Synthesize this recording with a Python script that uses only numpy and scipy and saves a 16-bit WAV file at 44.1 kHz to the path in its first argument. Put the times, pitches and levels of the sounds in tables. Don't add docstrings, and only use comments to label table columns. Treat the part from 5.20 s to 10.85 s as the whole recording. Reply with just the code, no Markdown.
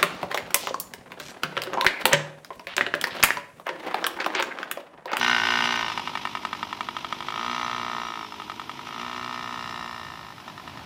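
import sys
import numpy as np
from scipy import signal
from scipy.fft import rfft, irfft
from scipy.io import wavfile
from scipy.ndimage import uniform_filter1d

SR = 44100
rng = np.random.default_rng(int(sys.argv[2]) if len(sys.argv) > 2 else 0)


def output_pcm(signal):
    pcm = np.clip(np.atleast_2d(signal).T, -1, 1) * 32767
    wavfile.write(sys.argv[1], SR, np.round(pcm).astype(np.int16))


def invert_db(x):
    u = np.asarray(x, float) / 20
    return 10 ** u


N = 249165
CRUISE_REVS = 59.5


def rms_one(x):
    return x / np.sqrt(np.mean(x ** 2) + 1e-20)


def in_time(rows):
    s, *columns = np.transpose(rows)
    return [np.interp(np.arange(N) / SR, s, c) for c in columns]


def at_hz(points, hz):
    points = np.array(points)
    return np.interp(np.log(hz), np.log(points[:, 0]), points[:, 1])


def filtered(x, order, hz, kind):
    return signal.sosfilt(signal.butter(order, hz, kind, fs=SR, output="sos"), x)


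def drift(rate_hz):
    r = np.exp(-2 * np.pi * rate_hz / SR)
    slow = signal.lfilter([1], [1, -2 * r, r * r], rng.standard_normal(N + SR))
    return rms_one(slow[SR:])


def coloured(spectrum):
    hz = np.maximum(np.fft.rfftfreq(N, 1 / SR), 1)
    return rms_one(irfft(rfft(rng.standard_normal(N)) * invert_db(at_hz(spectrum, hz)), N))


def ring(drive, hz, t60):
    r, w = invert_db(-60 / (t60 * SR)), 2 * np.pi * hz / SR
    return signal.lfilter([0, np.sin(w)], [1, -2 * r * np.cos(w), r * r], drive + 1e-18)


def fade(clicks, t60):
    return signal.lfilter([1], [1, -invert_db(-60 / (t60 * SR))], clicks + 1e-18)


def at_ports(ports, sizes):
    clicks = np.zeros(N)
    clicks[ports] = sizes
    return clicks


def orders(turns, levels_db, wobble_db):
    total = 0
    for k, db in levels_db:
        level = invert_db(db + wobble_db * drift(18.0))
        total = total + level * np.sin(2 * np.pi * (k * turns + rng.random()))
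    return total


def gaining_revs(rate):
    return uniform_filter1d(np.gradient(rate) * SR, int(0.1 * SR))


def machine_db(rate):
    # time in seconds, distance in metres.
    distance = [(0, 3.7), (.3, 4.2), (.6, 4.63), (1.0, 10.1), (1.6, 12.5), (2.3, 11.1), (2.8, 13.4),
                (3.3, 15), (3.9, 13.6), (4.5, 18.5), (5.1, 33), (5.65, 24)]
    # level in dB at cruising revs close by, dB per turn per s,
    # dB per turn per s per s, share of the distance loss.
    rattle_law = (-35.5, 0.27, 0.0257, 1.2)
    intake_law = (-38, 0.47, 0.04, 0.78)
    puff_law = (-42, -1.1, 0.0127, 1.3)
    whine_law = (-47, .3, -.02, .75)
    metres, = in_time(distance)
    loss_db = 20 * np.log10(metres / 4)
    gain = gaining_revs(rate)
    return [db + per_rev_db * (rate - CRUISE_REVS) + per_gain_db * gain - share * loss_db
            for db, per_rev_db, per_gain_db, share in (rattle_law, intake_law, puff_law, whine_law)]


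def firings(ports, rate):
    # first time in seconds, last time in seconds, exhaust in dB at cruising revs, fading in dB per s.
    pulls = [
        (0, .73, -23.5, -2),
        (2.10, 3.055, -27.5, 3.5),
        (3.66, 5.13, -33, 4),
    ]
    # time of a coasting pop in seconds, peak in dB, dB of the weaker burn on the next turn.
    pops = [(.682, -13.5, -2), (.776, -11, -5), (.874, -12.5, -11), (.953, -12, -3), (1.052, -11, -5.5),
            (1.151, -12, -6), (1.25, -11, -14), (1.329, -12.5, -9), (1.429, -11.5, -31), (1.527, -14, -20),
            (1.607, -11.5, -30), (1.686, -14, -33), (1.766, -14, -15), (1.846, -16.5, -20),
            (1.925, -13, -20), (2.005, -18.5, -2.5), (2.084, -13.5, -5), (3.046, -28, -4),
            (3.122, -24, -1.5), (3.199, -22, -1.5), (3.297, -19, -5.5), (3.396, -18.5, -6),
            (3.494, -19, -8.5), (3.592, -22.5, -8), (3.67, -23.5, -4), (5.18, -31, -3), (5.279, -26.5, -6),
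            (5.377, -28.5, -3.5), (5.476, -26.5, -7), (5.573, -28.5, -6)]
    load_db = (0.8 * (rate - CRUISE_REVS) + 0.02 * gaining_revs(rate))[ports]
    s = ports / SR
    burn, uneven = np.zeros(len(ports)), rng.standard_normal((len(ports), 2))
    for first, last, cruise_db, fading_db in pulls:
        on = (s >= first) & (s <= last)
        burn_db = cruise_db - fading_db * (s - first) + load_db + 2.0 + 0.12 * uneven[:, 0]
        burn[on] = invert_db(burn_db)[on]
    crack = burn * invert_db(-47)
    for at, peak_db, next_db in pops:
        near = np.argmin(abs(s - at)) + np.arange(-1, 2)
        pop = invert_db(peak_db - 10.0 + np.array([-20, 0, next_db]))
        burn[near] = np.maximum(burn[near], pop)
        crack[near] = pop * invert_db(11.0 - 25 + 2.5 * uneven[near, 1])
    return burn, crack


def exhaust(ports, rate):
    # time in seconds, heading (0 passing, 1 leaving, 2 circling).
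    swing = [
        (0, 0.17),
        (.15, 0.038),
        (.45, 0.39),
        (.8, 0.65),
        (2.8, 1.3),
        (3.8, 1.21),
        (5.65, 3.3),
    ]
    # frequency in Hz, T60 in seconds, levels in dB passing, leaving, circling.
    pipe_modes = [(702, 0.015, -20, -2, 2), (1022, 0.013, 1.5, 4, 9), (1252.6, 0.028, -9.5, 5, 4.5),
                  (1516, 0.027, 10, -12, -17), (1823, 0.028, 5.5, -9.5, 2.5), (2090, 0.02, 4.5, -12.5, -4),
                  (2290, 0.039, -10, -7, -8), (2830, 0.023, 6, -9, -1), (3250, 0.013, -50, 1.5, -23),
                  (3550, 0.0098, -5, -7, -0.5), (3870, 0.071, -35, -26, -9.5),
                  (3815, 0.075, -43, -42, -48.5)]
    # frequency in Hz, T60 in seconds, levels in dB passing, leaving, circling.
    panel_modes = [(4700, 0.051, -51, -44.5, -60), (5010, 0.036, -34, -48.5, -48),
                   (5260, 0.0062, -74, -39, -25), (7170, 0.0077, -68, -51, -39.5),
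                   (8300, 0.0067, -78, -77, -51.5)]
    burn, crack = firings(ports, rate)
    heading, = in_time(swing)
    burns = at_ports(ports, burn)
    gas = fade(burns, t60=0.085) * rng.standard_normal(N)
    blow = burns + invert_db(-41) * gas
    late = np.where(heading > .7, np.roll(blow, int(0.001209 * SR)), blow)

    pipe = np.zeros(N)
    for hz, t60, *facing_db in pipe_modes:
        drive = late if hz > 1700 else blow
        level_db = np.interp(heading, range(3), facing_db) + 0.81 * drift(15)
        pipe += ring(drive * invert_db(level_db), hz, t60)
    pipe = filtered(pipe, 4, [740, 4300], "band")
    panels = np.zeros(N)
    for hz, t60, *facing_db in panel_modes:
        panels += ring(gas * invert_db(np.interp(heading, range(3), facing_db)), hz, t60)
    thump = invert_db(-20) * 0.047 * ring(ring(blow, 234, 0.03), 234, 0.03)

    bright = filtered(rng.standard_normal(N), 3, [3500, 8800], "band")
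    spit = filtered(rng.standard_normal(N), 2, 8000, "high")
    crack_envelope = fade(fade(at_ports(ports, crack * 0.076), t60=0.0012), t60=0.031)
    return pipe + thump + panels + crack_envelope * (bright + invert_db(-22) * spit)


def unfired_puffs(ports, puff_db):
    clicks = at_ports(ports, invert_db(0.6 * rng.standard_normal(len(ports))))
    gas = fade(fade(clicks, t60=.012), t60=.02) * rng.standard_normal(N)
    return invert_db(puff_db) * rms_one(ring(gas, 960, .03) + .3 * ring(gas, 1260, .025))


def intake(turns, rate, intake_db):
    # frequency in Hz, level in dB.
    air_box = [(50, -59), (120, -12.5), (180, -5.5), (237, 3), (300, -3), (360, -2.5), (420, -7),
               (500, -20.5), (600, -10.5), (680, -12)]
    levels_db = [(k, at_hz(air_box, k * rate)) for k in range(1, 12)]
    return invert_db(intake_db - 2.5) * orders(turns, levels_db, wobble_db=1.2)


def rattle(turns, rattle_db):
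    # frequency in Hz, density in dB per Hz.
    loose_parts = [(200, -40), (480, -24), (700, -11), (1000, -4), (1400, -6), (1650, -11), (2000, -6),
                   (3000, -4), (4050, -8), (4400, -14), (5800, -13), (6500, -22), (8000, -30), (15000, -38)]
    shake_db = 2.0 * np.cos(2 * np.pi * (turns - .9)) + 2.0 * drift(62)
    return invert_db(rattle_db + 5.0 + shake_db) * coloured(loose_parts)


def gears(turns, whine_db):
    # teeth meeting per turn, level in dB, width in Hz.
    meshes = [(100, 0, 75), (66.5, -1, 90)]
    # time in seconds, level in dB.
    shade = [(0, 0), (.3, -3), (.75, 0), (1.2, -7), (2.05, -5), (2.25, 0), (3.1, 0), (3.4, -9), (5.65, -11)]
    whine = np.zeros(N)
    for teeth, db, width_hz in meshes:
        phase = 2 * np.pi * teeth * turns
        whine += invert_db(db) * (drift(width_hz) * np.sin(phase) + drift(width_hz) * np.cos(phase))
    return invert_db(whine_db + in_time(shade)[0] + 1.86 * drift(27)) * whine


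def far_engine():
    # time in seconds, firings per s, level in dB.
    drone = [
        (0, 102, -61),
        (1.1, 90, -58),
        (2.1, 120, -61.5),
        (3.2, 104, -54),
        (4.1, 124, -68),
        (4.6, 136, -100),
        (5.65, 280, -83),
    ]
    # multiple of the firing rate, level in dB.
    drone_orders = [(1, -16.5), (2, -0.5), (3, 3), (4, 0)]
    rate, level_db = in_time(drone)
    return invert_db(level_db) * orders(np.cumsum(rate) / SR, drone_orders, wobble_db=1.6)


def plain():
    # frequency in Hz, density in dB per Hz.
    bed_spectrum = [(30, -26), (50, -10), (65, 0), (130, 3.5), (250, -1), (380, -7), (480, -13.5),
                    (650, -3.5), (950, -2), (1500, -8.5), (5000, -16.5), (7900, -28.5), (14000, -28.5),
                    (16000, -20)]
    bed = invert_db(-45.5) * coloured(bed_spectrum)
    hiss = filtered(bed, 2, 4000, "high")
    return hiss + invert_db(2.3 * drift(0.9)) * (bed - hiss)


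def scene():
    # time in seconds, turns per s.
    revs = [(0.0, 58.99), (0.13, 59.74), (0.208, 55.79), (0.326, 59.13), (0.53, 59.39), (0.806, 50.64),
            (2.064, 50.2), (2.166, 56.29), (2.298, 60.25), (2.793, 59.13), (3.214, 50.71), (3.632, 51.02),
            (3.859, 60.85), (4.071, 60.84), (4.715, 59.18), (5.216, 50.81), (5.405, 50.61), (5.65, 52.34)]
    rate, = in_time(revs)
    turns = np.cumsum(rate) / SR
    ports = np.flatnonzero(np.diff(np.floor(turns - .75)))
    rattle_db, intake_db, puff_db, whine_db = machine_db(rate)
    near = exhaust(ports, rate) + unfired_puffs(ports, puff_db) + intake(turns, rate, intake_db)
    near += rattle(turns, rattle_db) + gears(turns, whine_db)
    return (near + far_engine() + plain())[None]


def roll_off(x):
    return signal.sosfilt(signal.butter(12, 16320, fs=SR, output="sos"), x)


def record(dry):
    heard = filtered(dry, 2, 55, "high")
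    heard = signal.sosfilt(signal.cheby2(10, 60, 16300, fs=SR, output="sos"), heard)
    return roll_off(heard)


dry = scene()
out = record(dry)
output_pcm(out)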